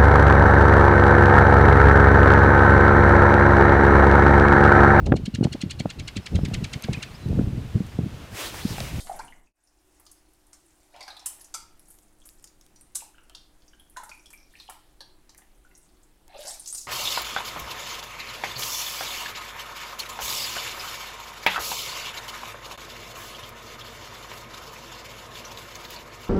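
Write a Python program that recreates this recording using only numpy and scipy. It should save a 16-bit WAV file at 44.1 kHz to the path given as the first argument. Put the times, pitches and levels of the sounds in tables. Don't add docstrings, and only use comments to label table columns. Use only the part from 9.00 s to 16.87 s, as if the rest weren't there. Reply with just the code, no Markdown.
import sys
import numpy as np
from scipy import signal
from scipy.fft import rfft, irfft, next_fast_len
from scipy.io import wavfile
from scipy.ndimage import uniform_filter1d

SR = 44100
rng = np.random.default_rng(int(sys.argv[2]) if len(sys.argv) > 2 else 0)


def field_ratio(decibels):
    return 10 ** (np.asarray(decibels, dtype=float) / 20)


def store_pcm(level_fs):
    pcm = np.round(np.clip(level_fs, -1, 1) * 32767).astype(np.int16)
    wavfile.write(sys.argv[1], SR, np.atleast_2d(pcm).T)


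N = 347067
TIME = np.arange(N) / SR
CUT_S = 0.53


def unit(x):
    return x / np.sqrt(np.mean(x ** 2) + 1e-20)


def noise():
    return rng.standard_normal(N)


def along(points, hz):
    f, value = np.transpose(points)
    return np.interp(np.log(hz + 1), np.log(f + 1), value)


def filtered(x, response):
    size = next_fast_len(len(x) + 4096)
    spectrum = rfft(x, size) * response(np.fft.rfftfreq(size, 1 / SR))
    return irfft(spectrum, size)[:len(x)]


def resonance(f, hz, width_hz):
    return 1j * f * width_hz / (hz * hz - f * f + 1j * f * width_hz + 1e-9)


def blips(s, hz, gain, cycles, rise, swell, size):
    t = np.arange(size) / SR
    age = t * (hz / cycles)[:, None]
    turns = hz[:, None] * t * (1 + rise * np.minimum(age, 2) / 2)
    onset = (1 - np.exp(-t * hz[:, None] / swell)) ** 2
    ring = gain[:, None] * np.exp(-age * 2) * onset * np.sin(2 * np.pi * turns)
    where = np.round(s * SR).astype(int)[:, None] + np.arange(size)
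    return np.bincount(where.ravel(), ring.ravel(), N + SR)[:N]


def swarm(hz, count, spread, cycles, swell, scatter_db, clump_db, size):
    s = rng.uniform(0, N / SR, count)
    sample = (s * SR).astype(int)
    spurt = sample // 350
    spurt_db, spurt_pitch = rng.standard_normal((2, N // 350 + 1))[:, spurt]
    pitch = hz[sample] * np.exp(spread * (spurt_pitch + rng.standard_normal(count)))
    scatter = np.minimum(rng.exponential(size=count), 3)
    gain = field_ratio(scatter_db * scatter + clump_db * spurt_db)
    rings = blips(s, np.clip(pitch, 200, 15500), gain, np.full(count, cycles), .1, swell, size)
    return unit(rings)


def swells(rows, rise):
    s, db, fade_s = np.transpose(rows)[:3, :, None]
    after = (TIME - s) / np.maximum(fade_s, .01)
    drop_db = 20 * np.maximum(after, -after / rise)
    return np.sqrt(np.sum(field_ratio(db - drop_db) ** 2, axis=0))


def moving_pitch(rows):
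    return np.interp(TIME, [row[0] for row in rows], [row[-1] for row in rows])


def air():
    # (f/Hz, level per Hz/dB)
    air_shape = [(45, -59), (75, -1.5), (150, -13), (250, -14.5), (420, -15.5), (750, -9.5), (1100, -14.5),
                 (2400, -18.5), (6000, -24), (10000, -22), (16000, -29)]
    z = signal.stft(noise(), nperseg=512)[2]
    patches = uniform_filter1d(rng.standard_normal(z.shape), 14, 0)
    patches = uniform_filter1d(patches, 16, 1)
    hiss = signal.istft(z * field_ratio(1.1 * unit(patches)), nperseg=512)[1][:N]
    hiss = unit(filtered(hiss, lambda f: field_ratio(along(air_shape, f))))
    return field_ratio(-67.5) * hiss


def drone():
    # (f/Hz, width of each pass/Hz, rms level/dB)
    drone_bands = [(335, 62, -75), (370.5, 11, -79), (47.1, 16.5, -68.5)]
    out = np.zeros(N)
    for hz, width_hz, db in drone_bands:
        band = filtered(noise(), lambda f: resonance(f, hz, width_hz) ** 2)
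        out += field_ratio(db) * unit(band)
    return out


def hum():
    waver = unit(filtered(noise(), lambda f: f < 5))
    level = field_ratio(-74.5 + 0.5 * waver) * np.sqrt(2)
    return level * np.sin(2 * np.pi * 301 * TIME + 0.85 * waver)


def rumble():
    first_db, low_db, high_db = -48, -67, -59
    swell_s = 2.45
    swollen = np.clip((TIME - swell_s) / .3 + .5, 0, 1)
    level_db = np.where(TIME < CUT_S, first_db, low_db + (high_db - low_db) * swollen)

    def deep(f):
        low = resonance(f, 14, 25) / (1 + (f / 40) ** 2)
        return low + field_ratio(-24) * resonance(f, 140, 400) ** 2

    return field_ratio(level_db) * unit(filtered(noise(), deep))


def squirts():
    # (peak t/s, peak level/dB, time to fade by 20 dB/s, pitch f/Hz)
    squirt_spells = [(0, -49.5, 0.31, 9240), (.2, -65, 1.6, 7740), (2.02, -66, 0.6, 4500),
                     (5.59, -61, 0.33, 4180), (7.41, -48.5, 0.13, 4360), (7.48, -39.5, 0.1238, 5730),
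                     (7.69, -50, 0.32, 6560), (7.78, -41, 0.1, 6500)]
    squirt = swarm(moving_pitch(squirt_spells), 24000, spread=.16, cycles=6, swell=1.2,
                   scatter_db=4, clump_db=4, size=160)
    mist = swarm(np.full(N, 10500.0), 6000, spread=.2, cycles=3, swell=.8,
                 scatter_db=4, clump_db=3, size=80)
    return swells(squirt_spells, rise=0.56) * (squirt + field_ratio(-3) * mist)


def gurgles():
    # (peak t/s, peak level/dB, time to fade by 20 dB/s, at least 0.01, pitch f/Hz)
    gurgle_spells = [(.1, -52, 0.49, 716), (.2, -49.5, 0.02, 720), (1.945, -49, -0.22, 773),
                     (1.99, -52.5, 0.5, 786), (6.42, -57, -0.7, 786), (7.3, -59.5, 0.3, 707),
                     (7.35, -50.5, 0.21, 672), (7.46, -46, 0.14, 728)]
    gurgle = swarm(moving_pitch(gurgle_spells), 4000, spread=.1, cycles=5, swell=.8,
                   scatter_db=2, clump_db=2, size=1200)
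    fizz = swarm(np.full(N, 2100.0), 6000, spread=.3, cycles=7, swell=.6,
                 scatter_db=4, clump_db=3.5, size=500)
    return swells(gurgle_spells, rise=0.19) * (gurgle + field_ratio(-2.5) * fizz)


def smacks():
    # (t/s, level/dB, pocket pitch f/Hz, splat level against the
    # pocket/dB, pocket width as a share of its pitch, kept within 0.05 and 0.7 below)
    smack_table = [(.003, -31, 3850, -7, 0.84), (0.017, -39, 4900, -10, 1), (0.069, -37.5, 4260, 6, 0.37),
                   (0.161, -36, 11100, -25, 0.26), (.19, -33, 4350, 2, 0.82),
                   (0.247, -37.5, 9300, -5, 0.13), (0.636, -40.5, 9300, -30, 0.1),
                   (.672, -42.5, 5330, -18, 0.13), (0.9975, -39.5, 12200, -8, 0.89),
                   (1.064, -38.5, 4700, -9.5, 0.8), (1.1136, -36.5, 9400, -40, 0.88),
                   (1.334, -48, 10500, -30, .5), (1.467, -47, 9100, -30, .4),
                   (1.5301, -35.5, 6200, -10, 0.8), (1.961, -39.5, 3740, -3, 0.94),
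                   (2.0056, -31.5, 4620, -15, 0.57), (2.026, -31, 4860, -20, 0.18),
                   (2.078, -30, 4670, 1, 0.29), (2.1018, -31, 4030, -36, 0.27),
                   (2.166, -31.5, 4020, -35, 0.22), (2.193, -36, 5130, -19, 0.87),
                   (2.2579, -16, 9100, -19, 0.67), (2.411, -35, 10600, -22, 0.14),
                   (2.4434, -36, 7260, -18, 0.86), (2.5396, -21, 5700, -12, 1), (2.546, -25, 6630, -11, 1),
                   (2.7942, -41.5, 10200, -16, 0.38), (2.882, -41, 10800, -12, 0.3),
                   (2.902, -36.5, 10500, -15, 0.4), (3.255, -35, 10000, -13, 0.86),
                   (3.27, -38, 10400, -28, 0.23), (3.4241, -45, 9300, -17, 0.71), (3.44, -35, 6840, -14, 1),
                   (3.473, -42.5, 5450, -17.5, 0.89), (3.61, -45.5, 5350, -32, 0.83),
                   (3.759, -41.5, 5500, -11.5, 0.5), (3.809, -38.5, 9100, -20, 0.24),
                   (3.9481, -28.5, 8200, -15, 0.47), (3.952, -16.5, 7970, -20.5, 0.69),
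                   (4.297, -41, 2830, 0, 1), (4.348, -30.5, 4200, -12, 0.91), (4.62, -48, 4160, -29, 0.52),
                   (4.679, -43.5, 5760, -44, 0.26), (4.796, -43, 10600, -24, 0.29),
                   (4.897, -41.5, 10400, -39, 0.32), (4.968, -31, 7000, 1.5, 0.86),
                   (5.034, -34.5, 9300, -3, 0.75), (5.0922, -34, 4970, -2, 0.84),
                   (5.258, -43, 9100, -10, 0.85), (5.303, -38.5, 7700, -5.5, 0.96),
                   (5.3288, -35, 10300, -9.5, 1), (5.5982, -31.5, 4050, -12.5, 0.35),
                   (5.6959, -29.5, 10000, -1.5, 0.83), (6.005, -29.5, 4130, -6, 0.32),
                   (6.2924, -38, 4600, -7, 0.87), (6.385, -46.5, 8900, 3.5, 0.77),
                   (6.75, -41, 6030, -20, 0.32), (6.776, -41.5, 9900, -39.5, 0.33),
                   (7.031, -46.5, 7700, -24, 0.45), (7.5947, -28, 9400, -37, 0.25),
                   (7.658, -28, 5670, -21, 0.59), (7.673, -23.5, 6960, -51, 0.46),
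                   (7.684, -27.5, 6430, -50, 0.15), (7.701, -28, 7600, -40, 0.37),
                   (7.724, -20.5, 8800, -22, 0.094), (7.746, -23, 7440, -19.5, 1),
                   (7.779, -23.5, 6700, -44, 1), (7.811, -31, 5970, -55, 0.39)]
    out, t = np.zeros(N + SR), np.arange(SR // 10) / SR
    for s, db, hz, splat_db, width in smack_table:
        length_s = .003 * 2 ** ((db + 34) / 22)
        age = t / length_s
        burst = rng.standard_normal(len(t)) * np.exp(-age) * (1 - np.exp(-age / 0.38)) ** 2
        burst[round(length_s * SR / 2)] += .7
        width_hz = np.clip(width, .05, .7) * hz

        def pocket_ring(f):
            return resonance(f, hz, width_hz) ** 2 + field_ratio(-21) * resonance(f, 6000, 9000) ** 2

        pocket = filtered(burst, pocket_ring)
        splat = filtered(burst, lambda f: resonance(f, 1110, 1680) ** 2)
        both = pocket / np.linalg.norm(pocket) + field_ratio(splat_db) * splat / np.linalg.norm(splat)
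        loudness = np.sqrt(length_s * SR / 8)
        out[round(s * SR):][:len(t)] += field_ratio(db) * loudness * both
    return out[:N]


def kitchen(x, early_db, late_db):
    # (f/Hz, time to die away by 60 dB/s)
    ring_times = [(400, 0.15), (1000, 0.45), (2800, 0.48), (7000, 0.29), (14000, 0.33)]
    out, step = np.zeros(N + 2 * SR), SR // 8
    for start in range(0, N, step):
        hz, t, z = signal.stft(rng.standard_normal(SR // 2), SR, nperseg=256)
        decay = field_ratio(-60 * t / along(ring_times, hz)[:, None])
        late = signal.istft(z * decay, SR, nperseg=256)[1]
        t = np.arange(len(late)) / SR
        early = rng.standard_normal(len(t)) ** 3 * np.exp(-(t / .013) ** 2)
        answer = field_ratio(early_db) * early / np.linalg.norm(early)
        answer = answer + field_ratio(late_db) * late / np.linalg.norm(late)
        echo = signal.fftconvolve(x[start:start + step], answer)
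        out[start + 60:][:len(echo)] += echo
    return out[:N]


def bubbles():
    # (t/s, level/dB, pitch f/Hz, life/cycles)
    bubble_table = [(.07, -40, 900, 7.8), (.095, -17.5, 775, 4.9), (.113, -26, 705, 8.8),
                    (.143, -28.5, 710, 6.3), (.194, -21.5, 874, 6), (.204, -28, 964, 5.9),
                    (0.199, -35.5, 1545, 13), (.281, -36, 2870, 14), (0.324, -30, 1990, 9.1),
                    (0.472, -38.5, 2490, 12), (1.937, -44, 670, 8.1), (1.963, -39, 760, 7.4),
                    (2.01, -37.5, 598, 8), (2.039, -40, 800, 6.8), (2.08, -35, 760, 10),
                    (2.104, -37.5, 810, 10), (2.261, -30.5, 2970, 7.9), (2.546, -40.5, 887, 21),
                    (2.544, -31.5, 1290, 14), (2.549, -40.5, 2250, 19), (3.218, -45, 3230, 7.2),
                    (3.953, -29, 3730, 7.2), (4.006, -32, 2570, 4.7), (4.022, -27.5, 843, 2.8),
                    (4.145, -45, 1450, 7.7), (4.152, -51.5, 2980, 16), (4.183, -37.5, 1426, 4.9),
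                    (4.182, -40, 2710, 5.8), (4.349, -32.5, 3470, 10), (4.734, -45, 1540, 11),
                    (4.733, -46.5, 2980, 13), (4.798, -43.5, 3210, 19), (4.964, -29.5, 1480, 8.9),
                    (4.969, -28.5, 975, 14), (4.969, -40, 3910, 20), (4.999, -30.5, 920, 12),
                    (5.032, -31, 857, 11), (5.033, -36, 1354, 16), (5.116, -31.5, 2390, 16.4),
                    (5.1954, -47, 5600, 15), (5.258, -39.5, 3270, 14), (5.26, -36.5, 5350, 8),
                    (5.376, -42.5, 5550, 11), (5.4011, -48, 5100, 8.8), (5.43, -46.5, 5500, 14),
                    (5.335, -37, 2315, 19), (5.538, -44, 1800, 15), (5.554, -32, 2450, 6.3),
                    (5.689, -26, 823, 4.1), (6.007, -37.5, 1540, 6.6), (6.305, -54, 3020, 12),
                    (6.347, -37.5, 1910, 2.7), (6.649, -47, 1430, 18), (6.714, -50, 2000, 14),
                    (6.712, -54, 2630, 15), (5.68, -34.5, 3020, 9.1), (7.332, -43.5, 2480, 10),
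                    (7.367, -40, 2500, 8), (7.39, -28.5, 580, 10), (7.449, -30.5, 573, 8),
                    (7.474, -33.5, 705, 7.1)]
    s, db, hz, cycles = np.transpose(bubble_table)
    return blips(s, hz, field_ratio(db), np.maximum(cycles, 2), 0.05, swell=.6, size=4000)


def crackle():
    # (peak t/s, peak level/dB, time to fade by 20 dB/s,
    # at least 0.01)
    crackle_spells = [(1.05, -53.5, -0.08), (1.7, -69, 0.38), (2.4, -63, 0.27), (2.93, -58, 0.17),
                      (3.27, -63, 0.2), (3.7, -77.5, 3.3), (5.06, -59.5, 0.26), (6.38, -52.5, -0.05),
                      (6.78, -68.5, 0.44)]
    strands = swarm(np.full(N, 9000.0), 3500, spread=.22, cycles=3, swell=.8,
                    scatter_db=4.5, clump_db=3, size=120)
    steady_creep = field_ratio(-90)
    return (swells(crackle_spells, rise=0.86) + steady_creep) * strands


def ticks():
    # (t/s, peak level/dB)
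    tick_table = [(1.8033, -51), (2.7754, -52.5), (2.795, -42), (2.988, -43), (3.2899, -35.5), (3.397, -46),
                  (3.4424, -35), (3.475, -42), (3.612, -44), (3.6644, -43), (3.812, -45), (4.2968, -37),
                  (6.348, -41), (7.28, -42)]
    out, t = np.zeros(N), np.arange(SR // 100) / SR
    for s, db in tick_table:
        snap = rng.standard_normal(len(t)) * np.exp(-t / 0.00093)
        snap = filtered(snap, lambda f: resonance(f, 5200, 13600) ** 2)
        out[round(s * SR):][:len(t)] += field_ratio(db) * snap / np.abs(snap).max()
    return out


def mic_rolloff(x):
    return filtered(x, lambda f: 1 / (1 + 1j * f / 11500 / 1.034 - (f / 11500) ** 2) ** 2)


def scene():
    background = air() + drone() + hum() + rumble()
    wet = mic_rolloff(squirts() + gurgles() + smacks() + bubbles() + crackle())
    echoes = kitchen(wet, early_db=-6.0, late_db=-4.5)
    mix = field_ratio(-3.0) * wet + echoes + ticks() + background
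    return mix[None]


def top_cut(x):
    return signal.sosfilt(signal.butter(12, 15990, fs=SR, output="sos"), x)


def record(dry):
    fade_out_s, fade_in_s = 0.33, 0.43
    since = TIME - CUT_S
    fade = np.clip(np.maximum(-since / fade_out_s, since / fade_in_s), 0, 1)
    return top_cut(dry * np.maximum(fade, field_ratio(-51)))


dry = scene()
out = record(dry)
store_pcm(out)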